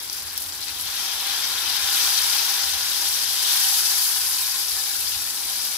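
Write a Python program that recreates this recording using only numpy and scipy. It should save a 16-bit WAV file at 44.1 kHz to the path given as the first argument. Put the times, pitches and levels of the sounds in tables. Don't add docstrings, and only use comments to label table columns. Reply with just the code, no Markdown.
import sys
import numpy as np
from scipy import signal
from scipy.fft import rfft, irfft
from scipy.io import wavfile

SR = 44100
rng = np.random.default_rng(int(sys.argv[2]) if len(sys.argv) > 2 else 0)


def transcribe(u):
    v = np.clip(np.atleast_2d(u).T, -1, 1)
    q = np.round(v * 32767).astype(np.int16)
    wavfile.write(sys.argv[1], SR, q)


N = 254456
TIME = np.arange(N) / SR
HZ = np.fft.rfftfreq(8192, 1 / SR)

# (time [s], share [0-1])
WETTED_SHARE = [(0, 0.35), (.6, 0.33), (1.2, 0.79), (2.0, 0.96), (5.77, 0.96)]
# (frequency [Hz], gain [dB])
LEFT_RESPONSE = [(780, -14), (1200, -16), (1600, -7), (2000, -11.5), (2700, -5), (3400, -3.5), (4200, 0.5),
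                 (4950, -1), (6000, -1.5), (7200, -11.5), (8700, -14), (10800, -5.5), (13200, -15.5),
                 (15400, -18.5)]


def amp(db):
    return 10 ** (np.asarray(db) / 20)


def unit(x):
    return x / np.sqrt(np.mean(x ** 2) + 1e-20)


def curve(points):
    return np.interp(TIME, *np.transpose(points))


def swell(middle, length):
    return np.cos(np.pi * np.clip((TIME - middle) / length, -.5, .5)) ** 2


def wander(slow_hz, fast_hz):
    count, rate_hz = 4096, 500
    hz = np.fft.rfftfreq(count, 1 / rate_hz) + 1e-3
    white = rfft(rng.standard_normal(count))
    drift = irfft(white * (hz > slow_hz) * (hz < fast_hz) / np.sqrt(hz))
    return unit(np.interp(TIME, np.arange(count) / rate_hz, drift))


def spectrum(points):
    hz, db = np.transpose(points)
    return amp(np.interp(np.log(HZ + 1), np.log(hz + 1), db))


def band(low_hz, high_hz, order):
    return ((1 + (low_hz / (HZ + 1)) ** order) * (1 + (HZ / high_hz) ** order)) ** -.5


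def colour(x, gain):
    log_gain = np.log(np.maximum(np.r_[gain, gain[-2:0:-1]], 1e-5))
    response = np.exp(np.conj(signal.hilbert(log_gain)))
    taps = np.fft.ifft(response).real[:len(HZ)]
    return signal.oaconvolve(x, taps)[:N]


def diffuse(null_hz=2500, likeness=0.76):
    left, other = rfft(rng.standard_normal((2, N)))
    coherence = likeness * np.sinc(np.fft.rfftfreq(N, 1 / SR) / null_hz)
    right = coherence * left + np.sqrt(1 - coherence ** 2) * other
    return irfft(np.array([left, right]), N)


def kitchen(pair, gain, wet_db, t60_s):
    retained = np.exp(-2 * np.log(1000) / (t60_s * SR))
    power = signal.lfilter([1 - retained], [1, -retained], (pair ** 2).mean(0))
    hiss = unit(np.array([colour(side, gain) for side in diffuse()]))
    return pair + amp(wet_db) * np.sqrt(power) * hiss


def through_pan(pair, gain, edge_hz=740, below_db=-10.0):
    # (frequency [Hz], width [Hz], lift [dB])
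    bowl_modes = [(787, 52, 6), (880, 55, -1.5), (946, 23, 5), (1040, 92, 4), (1380, 21, -1.5),
                  (1555, 7.5, -27), (3763, 33, 6), (4950, 56, 5), (5070, 150, 1.5)]
    # (frequency [Hz], gain [dB])
    right_response = [(780, -17), (1200, -16.5), (1450, -11.5), (2000, -16), (2800, -12), (3500, -13.5),
                      (4100, -9.5), (5000, -14.5), (6300, -13.5), (7100, -12), (9400, -16), (10800, -14.5),
                      (11900, -8), (13500, -18.5), (15300, -2.5)]
    lift_db = sum(db / (1 + (2 * (HZ - hz) / width) ** 2) for hz, width, db in bowl_modes)
    bowl = amp(lift_db + below_db * band(0, edge_hz, order=60) ** 2)
    ports = spectrum(LEFT_RESPONSE), spectrum(right_response)
    return unit(np.array([colour(x, gain * bowl * port) for x, port in zip(pair, ports)]))


def stove(split_hz=180, flame_db=-54, drone_hz=81.8, waver_db=1.4, waver_turns=0.11):
    # (frequency [Hz], relative spectral density [dB])
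    background = [(25, -2), (45, 11), (65, 13), (100, 10), (150, 1.5), (180, -7.5), (240, -2.5),
                  (310, -4.5), (440, -8), (520, -8.5), (700, -6)]
    # (frequency [Hz], level [dB])
    hum_partials = [(301.5, -65.5), (398.4, -65.5), (581.4, -69)]
    # (middle [s], length [s], change [dB])
    rumble_swells = [(0.783, .2, 5), (1.15, 0.67, -2.5), (1.89, 0.18, 5), (2.25, .4, 2.5), (2.51, .25, -13),
                     (2.75, 0.34, 5.5), (3.649, 0.76, -5), (4.062, 0.26, -18), (4.23, .2, 5),
                     (5.12, 0.37, 8)]
    # (middle [s], length [s], change [dB])
    hand_cover = (4.3, 2.1, -3.5)
    shape = spectrum(background)
    rumble = unit(np.array([colour(x, shape * band(7.2, split_hz, order=8)) for x in diffuse()]))
    flame = unit(np.array([colour(x, shape * band(split_hz, 1070, order=8)) for x in diffuse()]))
    tones = []
    for hz, db in [(drone_hz, -5.5), *hum_partials]:
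        amplitude = np.sqrt(2) * amp(db + waver_db * wander(.7, 10.0))
        turns = hz * TIME + waver_turns * wander(.5, 9.2)
        tones.append(amplitude * np.sin(2 * np.pi * turns))
    drone, *hum = tones
    swells_db = sum(db * swell(middle, length) for middle, length, db in rumble_swells)
    bass_db = -55.5 - 0.68 * TIME + swells_db + 1.5 * wander(2, 8)
    middle, length, covered_db = hand_cover
    burner = (amp(flame_db) * flame + sum(hum)) * amp(covered_db * swell(middle, length))
    return (amp(-2.0) * rumble + drone) * amp(bass_db) + burner


def pops(start, strength, hz, cycles, samples):
    index = np.ceil(start * SR).astype(int)[:, None] + np.arange(samples)
    turns = ((index / SR - start[:, None]) * hz[:, None]).astype(np.float32)
    rings = strength[:, None] * np.exp(-turns / cycles) * np.sin(2 * np.pi * turns)
    return np.bincount(np.clip(index, 0, N).ravel(), rings.ravel(), N + 1)[:N]


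def bubbles(low_hz, high_hz, rate, spread_db, cycles, level_db, thinning=.6, lag_s=7e-5, scatter_s=4e-5):
    when, pitch, size, chance, place, side = rng.random((50000, 6)).T
    activity = amp(thinning * (level_db - level_db.max())) * curve(WETTED_SHARE)
    bursts = chance < activity[(when * N).astype(int)] * rate * TIME[-1] / len(chance)
    start = when[bursts] * TIME[-1]
    hz = low_hz + pitch[bursts] * (high_hz - low_hz)
    strength = amp(spread_db * np.minimum(-np.log(size[bursts]), 4.5)) * np.sqrt(hz)
    lag = lag_s + scatter_s * np.sqrt(3) * (2 * place[bursts] - 1)
    lean = amp(4.0 * (2 * side[bursts] - 1.5))
    samples = int(8 * cycles * SR / (low_hz + high_hz))
    left = pops(start + lag, strength * lean, hz, cycles, samples)
    right = pops(start, strength / lean, hz, cycles, samples)
    return unit(np.array([left, right]) / np.sqrt(activity))


def boil(size_step, dry_db, share_db, delay_s, fade_ratio):
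    # (start [s], rise [s], peak [dB], decay time [s], lean to finer bubbles [dB per size])
    flares = [(.55, 0.43, -30.5, 1, -1.5), (1.09, .19, -32, 1.5, -2), (1.32, .37, -30.5, 0.65, -1.5),
              (1.69, .28, -24.5, 0.76, .4), (2.01, .32, -32, .18, -1.6), (2.74, 0.25, -29.5, 1.3, 2),
              (3.24, .25, -24.5, 0.48, 0.5), (3.44, .21, -32.5, 1.2, 8), (4.5, 0.55, -33.5, 0.15, 1.3),
              (5.34, .15, -32, 0.63, 1)]
    power = amp(dry_db) ** 2
    for start, rise_s, peak_db, fade_s, lean_db in flares:
        age = TIME - start - delay_s
        spreading = np.clip(age / rise_s, 0, 1) ** 2
        cooling = np.exp(-np.maximum(age - rise_s, 0) / (fade_s * fade_ratio))
        power = power + amp(peak_db + share_db + lean_db * size_step) ** 2 * spreading * cooling
    return 10 * np.log10(power)


def sizzle(surge_db=0.4, ringing_rate=380, ringing_cycles=53.0, sway_db=.5, leftward_db_per_s=.5):
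    # (lowest pitch [Hz], highest pitch [Hz], rate before thinning [1/s],
    # strength spread [dB], decay [cycles], flutter [dB], ringing share in a fully wet pan [dB])
    bubble_sizes = [(301, 2800, 9000, 1.0, 1.03, -0.27, -6.5), (2797, 4300, 5500, 1, 2.4, -1.3, -6),
                    (4215, 7000, 7000, 1.5, 1.4, 0.53, -7), (6880, 14800, 8000, 3, 1.4, 0.17, -10.5)]
    # (level in dry masala [dB], share of a flare [dB], delay [s], decay time [multiple of the flare's])
    boil_response = [(-43, -10, .03, 1.0), (-41.5, -4.5, 0, 1.0), (-36.5, 0, .06, 1.0), (-34, 0, 0.026, .8)]
    surge = surge_db * wander(11, 42)
    layers = []
    for k, (low_hz, high_hz, rate, spread_db, cycles, flutter_db, ringing_db) in enumerate(bubble_sizes):
        level_db = boil(k - 2, *boil_response[k])
        gain = band(low_hz, high_hz, order=24)
        bursting = bubbles(low_hz, high_hz, rate, spread_db, cycles, level_db)
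        bursting = unit(kitchen(bursting, gain, wet_db=-1.0, t60_s=0.12))
        ringing = bubbles(low_hz, high_hz, ringing_rate, 1.8, ringing_cycles, level_db)
        submerged = amp(ringing_db) * curve(WETTED_SHARE)
        pair = np.sqrt(1 - submerged ** 2) * bursting + submerged * ringing
        layers.append(through_pan(pair, gain) * amp(level_db + surge + flutter_db * wander(8.2, 60)))
    *coarser, finest = layers
    side_db = sway_db * wander(1, 5.2) + leftward_db_per_s * (TIME - TIME.mean())
    return sum(coarser) + finest * amp([side_db / 2, -side_db / 2])


def spatters(ticks_per_s=3000, edge_ratio=0.99):
    # (middle [s], length [s], level [dB], pitch [Hz])
    splashes = [(0.144, .16, -35, 11000), (.14, .16, -35.5, 5000), (0.38, .06, -34, 5900),
                (.405, 0.12, -33, 11200), (0.632, 0.078, -31.5, 4300), (.69, 0.054, -28, 3900),
                (.69, .06, -32, 2400), (.82, 0.065, -36, 11000), (1.3, 0.14, -33, 3500),
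                (1.45, .08, -29, 5000), (1.727, 0.23, -29, 3900), (2.086, .14, -28, 5200),
                (2.4, .08, -29, 5200), (3.505, 0.21, -29.5, 3400), (4.04, 0.21, -24, 11300),
                (5.148, .14, -33, 3307)]
    ticks = rng.standard_normal((2, N)) * (rng.random(N) < ticks_per_s / SR)
    return sum(
        through_pan(ticks, band(hz / edge_ratio, hz * edge_ratio, order=8))
        * amp(db) * swell(middle, length)
        for middle, length, db, hz in splashes)


def spits(lag_s=.00003, ring_s=.0004):
    # (time [s], level before filtering [dB], pitch [Hz], left minus right [dB])
    drops = [(0.0987, -13, 5000, 15), (0.1263, -17, 5300, 7), (0.13, -13, 11400, 10),
             (0.1315, -17, 4800, 7), (0.3776, -4.5, 12200, -3), (0.4205, -13, 10500, 10),
             (0.4393, -14, 10700, 9), (0.5234, -15, 4540, 8), (0.633, -19, 5000, 6),
             (0.6855, -15, 7400, -2), (0.7977, -15, 10900, 7), (0.8115, -14, 10900, 9),
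             (0.8196, -16, 10700, 12), (3.2777, -11, 5050, 7), (4.6833, -9, 5470, 6)]
    start, level_db, hz, side_db = np.transpose(drops)
    cycles = ring_s * hz[:, None]
    left = pops(start + lag_s, amp(level_db + side_db / 2), hz, cycles, samples=200)
    right = pops(start, amp(level_db - side_db / 2), hz, cycles, samples=200)
    treble = band(4700, 20000, order=8)
    ticks = np.array([colour(left, treble), colour(right, treble)])
    return kitchen(ticks, treble * spectrum(LEFT_RESPONSE), wet_db=-7.0, t60_s=0.034)


def fresh_water(low_hz=3100, high_hz=3550):
    # (time [s], level [dB])
    ringing_levels = [(0, -49), (.8, -46), (.93, -40), (1.35, -33), (1.6, -39), (2.0, -34.5), (2.95, -41),
                      (3.5, -36), (4.2, -43.5), (4.6, -52), (5.77, -52)]
    level_db = curve(ringing_levels)
    pair = bubbles(low_hz, high_hz, rate=900, spread_db=2.5, cycles=8.4, level_db=level_db, thinning=.19)
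    return through_pan(pair, band(2850, 3800, order=12)) * amp(level_db)


def cup():
    # (middle [s], length [s], level [dB], pitch [Hz], half-width [Hz])
    cup_rings = [(1.353, 1, -45, 925, 199), (4.349, 1.0, -50, 1033, 30)]
    hiss = diffuse()
    return sum(through_pan(hiss, 1 / (1 + ((HZ - hz) / width) ** 2)) * amp(db) * swell(middle, length)
               for middle, length, db, hz, width in cup_rings)


def scene():
    return sizzle() + fresh_water() + spatters() + spits() + cup() + stove()


def record(dry, cutoff_hz=15620):
    taps = signal.firwin(601, cutoff_hz, window=("kaiser", 9), fs=SR)
    return signal.oaconvolve(dry, taps[None], "same")


dry = scene()
out = record(dry)
transcribe(out)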